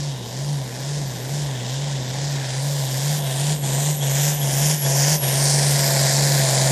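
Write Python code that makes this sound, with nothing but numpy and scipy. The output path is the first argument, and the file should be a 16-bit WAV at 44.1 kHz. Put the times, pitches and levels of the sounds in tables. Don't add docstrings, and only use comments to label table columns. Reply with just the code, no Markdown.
import sys
import numpy as np
from scipy import signal
from scipy.fft import rfft, irfft
from scipy.io import wavfile
from scipy.ndimage import uniform_filter1d, map_coordinates

SR = 44100
rng = np.random.default_rng(int(sys.argv[2]) if len(sys.argv) > 2 else 0)


def bounce(signal):
    frames = np.transpose(np.atleast_2d(signal))
    limited = np.clip(frames, -1, 1)
    pcm = np.round(limited * 32767).astype(np.int16)
    wavfile.write(sys.argv[1], SR, pcm)


N = 295911
T = np.arange(N) / SR
CRUISE_HZ = 140


def undb(db):
    return 10 ** (np.asarray(db) / 20)


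def unit(x):
    return x / np.sqrt(np.mean(x ** 2))


def steady(x):
    return x / np.sqrt(uniform_filter1d(x ** 2, size=9000))


def curves(table):
    times_s, *columns = np.transpose(table)
    return [np.interp(T, times_s, column) for column in columns]


def colour(x, points):
    hz, db = np.transpose(points)
    log_hz = np.log(np.arange(N // 2 + 1) * SR / N + 1)
    return irfft(rfft(x) * undb(np.interp(log_hz, np.log(hz), db, left=-90, right=-90)), N)


def ring(x, hz, width_hz):
    return signal.lfilter(*signal.iirpeak(hz, hz / width_hz, SR), x)


def walk(rate_hz):
    hold = int(SR / rate_hz)
    steps = np.repeat(rng.standard_normal(N // hold + 1), hold)
    return unit(uniform_filter1d(uniform_filter1d(steps, hold), hold)[:N])


# time in seconds, firing rate in Hz.
SPEED_HUNT = [(0.04, 145.6), (0.252, 117.7), (0.501, 146), (0.707, 124.2), (0.96, 145.8), (1.179, 122.6),
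              (1.397, 146.3), (1.621, 122.5), (1.856, 143.7), (2.063, 127.1), (2.283, 143.1),
              (2.502, 130.4), (2.715, 143.2), (2.927, 131.5), (3.141, 148.8), (3.323, 134.9),
              (3.523, 149.5), (3.702, 135.6), (3.908, 148.9), (4.087, 137.7), (4.313, 147.8),
              (4.532, 137.4), (4.726, 151.6), (4.868, 138.8), (4.998, 139.9), (5.147, 153.1),
              (5.265, 135.7), (5.53, 143.0), (5.69, 141.9), (6.067, 138.1), (6.283, 142.1), (6.56, 133.5),
              (6.669, 136.2)]

def firing_hz(late_s=0):
    times_s, hz = np.transpose(SPEED_HUNT)
    rows = np.arange(len(times_s))
    position = np.interp(T - late_s, times_s, rows)
    eased = np.floor(position) + np.sin(np.pi / 2 * (position % 1)) ** 2
    return np.interp(eased, rows, hz)


# start in seconds, length in seconds, blade tone loss in Hz before respooling,
# boom dip in dB, roar dip in dB, knock dip in dB, chirp level in dB.
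FUEL_CUTS = [(3.144, 0.13, 557, 3, 3.5, 0, -56), (3.511, 0.14, 1450, 5.5, 9, 7, -44),
             (3.887, 0.15, 1350, 7, 7, 6.5, -37), (4.286, 0.16, 1201, 4, 5, 4.5, -36.5),
             (4.707, .15, 1620, 8, 8, 10, -36), (5.137, 0.099, 1350, 12, 9.5, 7.5, -45)]

def fuel_cuts(depths, late_s=0, skew=1, power=2):
    bumps = np.zeros(N)
    for (start_s, length_s, *_), depth in zip(FUEL_CUTS, depths):
        progress = np.clip((T - start_s - late_s) / length_s, 0, 1)
        bumps += depth * np.abs(np.sin(np.pi * progress ** skew)) ** power
    return bumps


def blade_loss_hz(spool_s=0.1726):
    _, length_s, loss_hz, *_ = np.transpose(FUEL_CUTS)
    return signal.lfilter([2 / SR], [1, -np.exp(-1 / (spool_s * SR))], fuel_cuts(loss_hz / length_s))


def puffs(firings, lag_firings, depth_db, cylinder_db, scatter_db):
    firings = firings - lag_firings
    index = np.floor(firings).astype(int)
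    size_db = cylinder_db[index % 6] + scatter_db * rng.standard_normal(N // 100)[index]
    return undb(uniform_filter1d(size_db, size=80) - depth_db * np.cos(2 * np.pi * firings))


# frequency in Hz, relative density in dB.
RUMBLE_SPECTRUM = [(25, -27), (45, -16), (58, -8), (68, -1.5), (80, -12), (100, -3.5), (170, 3),
                   (250, -4.5), (350, -3.5), (480, -6)]

def ground_rumble(hum_hz=58.7):
    rumble = unit(colour(rng.standard_normal(N), RUMBLE_SPECTRUM))
    rumble *= undb(-39 + 0.21 * T + 2.1 * walk(4.812))
    hum = undb(-53 + 2.7 * walk(8.9)) * np.sin(2 * np.pi * hum_hz * T)
    return rumble + hum


def fuel_chirps(from_hz=3150, to_hz=3660, glide_s=0.068):
    slow_noise = unit(colour(rng.standard_normal(N), [(1, -4), (120, 2), (260, -28)]))
    glides = np.zeros(N)
    for start_s, length_s, *_, db in FUEL_CUTS:
        progress = np.clip((T - start_s - 0.75 * length_s) / glide_s, 0, 1)
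        hz = from_hz + (to_hz - from_hz) * progress
        envelope = undb(db) * 2 * np.sin(np.pi * progress ** 0.64)
        glides += envelope * np.sin(2 * np.pi * np.cumsum(hz) / SR)
    return glides * slow_noise


# time in seconds, frequency in Hz.
BLADE_PITCH = [(0, 12480), (.5, 12435), (1.5, 12500), (2, 12678), (2.5, 12754), (3, 12757), (3.6, 12595),
               (4.2, 12512), (4.8, 12533), (5.4, 12393), (5.7, 12587), (6, 12585), (6.33, 12750),
               (6.71, 12752)]
# time in seconds, level in dB.
BLADE_LEVEL = [(0, -66), (.1, -60), (.28, -50), (.5, -59), (.7, -51), (.9, -59), (1.18, -49.5), (1.7, -54),
               (1.87, -62), (2.08, -53), (2.2, -59), (2.35, -51), (2.56, -61), (2.68, -42), (2.95, -43),
               (3.15, -43), (3.55, -47), (3.9, -40), (4.05, -43), (4.25, -32), (4.48, -44), (4.6, -36),
               (4.82, -37.5), (5, -39), (5.12, -34), (5.3, -35.5), (5.55, -45), (5.85, -30), (6.12, -39),
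               (6.33, -35), (6.55, -43), (6.71, -37)]
# frequency ratio to the blade tone, relative level in dB.
BLADE_SIDEBANDS = [(.9725, -16), (.9885, -18), (.995, -17), (1.005, -19), (1.0115, -19), (1.0275, -23)]

def turbo_whistle(loss_hz, lag_s=0.0144):
    hz = curves(BLADE_PITCH)[0] + 13.6 * (firing_hz(lag_s) - CRUISE_HZ) - loss_hz
    db = curves(BLADE_LEVEL)[0] + 4.5 * loss_hz / 1000
    phase = 2 * np.pi * np.cumsum(hz + 9 * walk(120)) / SR
    tones = sum(undb(tone_db) * np.sin(ratio * phase) for ratio, tone_db in [(1, 0)] + BLADE_SIDEBANDS)
    shimmer_db = 2.16 * walk(60) + 0.98 * walk(150)
    return np.sqrt(2) * tones * undb(db + shimmer_db)


# signed knock size, knock lag in firings, rattle in dB, roar in dB.
CYLINDERS = [(0.48, .2, -1.6, 0.9), (-0.98, 0.194, 1.2, -0.1), (0.61, 0.453, 0.3, 0.46),
             (-0.57, 0.077, 0.4, -0.6), (-.4, 0.323, 1, 1.2), (0.61, 0.152, 0, 0.73)]
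# frequency in Hz, width in Hz, gain in dB.
BLOCK_MODES = [(216, 86, -2.5), (399, 83, 6), (550, 55, 13.5), (690, 45, -1), (775, 93, -18),
               (907, 240, -2.5), (1010, 90, -20)]

def cylinder_knock(firings):
    size, lag_firings, _, _ = np.transpose(CYLINDERS)
    index = np.arange(int(firings[-1]) - 1)
    jitter, scatter = rng.standard_normal((N // 100, 2))[index].T
    strike_firings = index + np.clip(lag_firings[index % 6] + 0.0046 * jitter, 0, 1)
    strike_samples = np.interp(strike_firings, firings, np.arange(N)).astype(int)
    blows = np.bincount(strike_samples, size[index % 6] * undb(1.2 * scatter), N)
    return unit(sum(undb(db) * ring(ring(blows, hz, 2 * width_hz), hz, 2 * width_hz)
                    for hz, width_hz, db in BLOCK_MODES))


# multiple of the cycle rate, relative level in dB.
CYCLE_ORDERS = [(3, -23), (7, -13), (8, -33), (9, -13), (10, -26), (11, -24), (12, -20.5), (13, -24),
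                (14, -22.5), (15, -18.5), (16, -16), (17, -16), (18, -23), (19, -29), (20, -31),
                (21, -17.5), (22, -17), (23, -9), (24, -29), (25, -13.5), (26, -22), (27, -22), (28, -20.5),
                (29, -11), (30, -35), (31, -19), (32, -14.5), (33, -16.5), (35, -24), (36, -27), (38, -15),
                (41, -17.5)]

def cycle_lines(firings, panel_hz=668.8):
    cycle_phase = 2 * np.pi * (firings - 5.3 + 0.0086 * walk(12)) / 6
    lines = np.zeros(N)
    for order, db in CYCLE_ORDERS:
        lag_rad = 0.05 * max(order - 19, 0) ** 2
        lines += undb(db + 2.3 * walk(5)) * np.sqrt(2) * np.cos(order * cycle_phase - lag_rad)
    return lines + undb(0.5) * ring(lines, panel_hz, width_hz=25)


# frequency in Hz, relative density in dB.
RATTLE_SPECTRUM = [(100, -38), (170, -16), (184, -8.5), (303, -17), (445, -7), (675, -4.5), (1050, -10),
                   (1210, -21), (1300, -24.5), (1690, -52), (2860, -120)]

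def engine_block(firings):
    knock = cylinder_knock(firings)
    lines = cycle_lines(firings)
    cylinder_db = np.transpose(CYLINDERS)[2]
    rattle = rng.standard_normal(N)
    rattle *= puffs(firings, lag_firings=0.13, depth_db=2.5, cylinder_db=cylinder_db, scatter_db=0.4)
    rattle = unit(colour(rattle, RATTLE_SPECTRUM))
    return undb(-11) * knock + undb(-3.2 + 0.8 * (T - 5)) * lines + undb(-3.6 - 0.3 * (T - 5)) * rattle


# time in seconds, first notch in Hz, strength from 0 to 1.
TRACK_ECHO = [(0, 9000, 0.65), (1.5, 8600, 0.06), (2.5, 7037, 0.4), (3.2, 6000, 0), (3.8, 5140, 0.9),
              (4.5, 4320, 0.66), (5.0, 4140, 0.76), (5.5, 3596, 0.31), (6.0, 3130, 0.39),
              (6.71, 2750, 0.33)]

def track_echo(gas):
    notch_hz, strength = curves(TRACK_ECHO)
    reflected = colour(gas, [(2000, -15), (2900, -2.5), (20000, -10)])
    delayed = map_coordinates(reflected, [np.arange(N) - SR / notch_hz], order=3)
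    return -np.clip(strength, 0, 1) * delayed


# frequency in Hz, relative density in dB.
ROAR_SPECTRUM = [(740, -43), (1250, -17.5), (1390, -7.5), (1750, -1), (2690, -9.5), (3250, -4), (4380, -3),
                 (5020, 0), (6460, -1), (7130, 0.5), (10800, -14), (14000, -36), (22000, -120)]
# frequency in Hz, relative density in dB.
TREBLE_CUTOFF = [(11800, -17), (12800, -23), (13100, -46), (16000, -48)]

def gas_roar(firings, throat_db, edge_db, top_db):
    cylinder_db = np.transpose(CYLINDERS)[3]
    gas = rng.standard_normal(N)
    gas *= puffs(firings, lag_firings=0.32, depth_db=1.9, cylinder_db=cylinder_db, scatter_db=0.72)
    gas = colour(gas, ROAR_SPECTRUM + TREBLE_CUTOFF)
    gas = gas + track_echo(gas)
    throat = colour(gas, [(100, 0), (2500, 0), (2900, -30)])
    edge = colour(gas - throat, [(100, 0), (3800, 0), (4500, -30)])
    top = colour(gas, [(7500, -30), (8600, 0), (20000, 0)])
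    middle = gas - throat - edge - top
    bands = [(middle, 0), (throat, throat_db), (edge, edge_db + 0.28), (top, top_db + 1.0)]
    return sum(steady(band) * undb(db + 1.08 * walk(9)) for band, db in bands)


def stack_boom(firings, pipe_hz=245.3):
    phase = 2 * np.pi * (firings + 0.012 * walk(40))
    octave = undb(-12.5 - T) * ring(np.cos(2 * phase), pipe_hz, width_hz=26)
    return np.sqrt(2) * (np.sin(phase) + octave) * undb(0.86 * walk(30))


# time in seconds, boom in dB, boom sag in dB per Hz of lost speed,
# roar in dB, knock in dB, then the roar's throat, edge and top bands in dB over its middle.
ENGINE_LOAD = [(0, -25.5, 0.5, -37.5, -39, -10, -4.5, -12.5),
               (.5, -24.5, 0.44, -39, -37.5, -7.5, -5, -10.5), (1, -25, 0.57, -36, -37, -8, -8.5, -11.5),
               (1.4, -24.5, 0.21, -35.5, -36.5, -7.5, -4, -10.5),
               (1.8, -25.5, .2, -36.5, -36, -6, -3.5, -15), (2.2, -24.5, 0.37, -35, -35, -5.5, -5.5, -14.5),
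               (2.6, -23.5, 0.41, -33, -35, -7.5, -7, -10), (3, -22, .3, -31.5, -33, -8, -6.5, -9),
               (3.4, -22, 0.51, -31, -33, -8.5, -5, -3), (3.8, -21, 0.28, -28, -31.5, -11.5, -9, -7.5),
               (4.2, -20, .3, -26.5, -31, -11.5, -8.5, -7.5),
               (4.6, -20, .2, -25.5, -29.5, -9.5, -10.5, -6.5),
               (5.05, -19, .2, -23.5, -27.5, -10.5, -11, -8), (5.33, -21, .5, -23, -28.5, -10, -10, -4.5),
               (5.45, -19, 0.52, -22, -27.5, -11, -13.5, -6), (5.8, -20, 0.54, -23, -27, -9, -13, -9),
               (6.2, -20, 0.48, -23.5, -26.5, -8, -11, -7.5), (6.71, -17, 0.49, -23, -25, -9, -10, -8)]
BANDS_SPARED = [(0.69, 0.11), (0.78, 0.12), (0.27, 0.26)]

def engine(loss_hz):
    boom_db, sag_db_per_hz, roar_db, knock_db, *bands_db = curves(ENGINE_LOAD)
    boom_dips_db, roar_dips_db, knock_dips_db = np.transpose(FUEL_CUTS)[3:6]
    firings = np.cumsum(firing_hz()) / SR
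    snap_back = dict(skew=1.3, power=1.27)

    swing_db = 0.1833 * (firing_hz(late_s=-0.055) - CRUISE_HZ) - 3.5 * loss_hz / 1000
    dip_db = fuel_cuts(roar_dips_db, **snap_back)
    bands_db = [db - swing_share * swing_db + dip_share * dip_db
                for db, (swing_share, dip_share) in zip(bands_db, BANDS_SPARED)]
    roar = undb(roar_db + swing_db - dip_db) * gas_roar(firings, *bands_db)

    boom_db -= sag_db_per_hz * np.maximum(140.2 - firing_hz(late_s=0.0088), 0)
    boom_db -= fuel_cuts(boom_dips_db, late_s=0.012)
    knock_db += 0.0233 * (firing_hz() - CRUISE_HZ)
    knock_db -= fuel_cuts(knock_dips_db, **snap_back)
    return undb(boom_db) * stack_boom(firings) + undb(knock_db) * engine_block(firings) + roar


def scene():
    loss_hz = blade_loss_hz()
    mono = engine(loss_hz) + turbo_whistle(loss_hz) + fuel_chirps() + ground_rumble()
    return np.tile(mono, (2, 1))


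def record(dry):
    rounded = np.tanh(1.103 * dry) / 1.107
    return signal.sosfilt(signal.ellip(10, 0.2, 70, 15750, fs=SR, output="sos"), rounded)


dry = scene()
out = record(dry)
bounce(out)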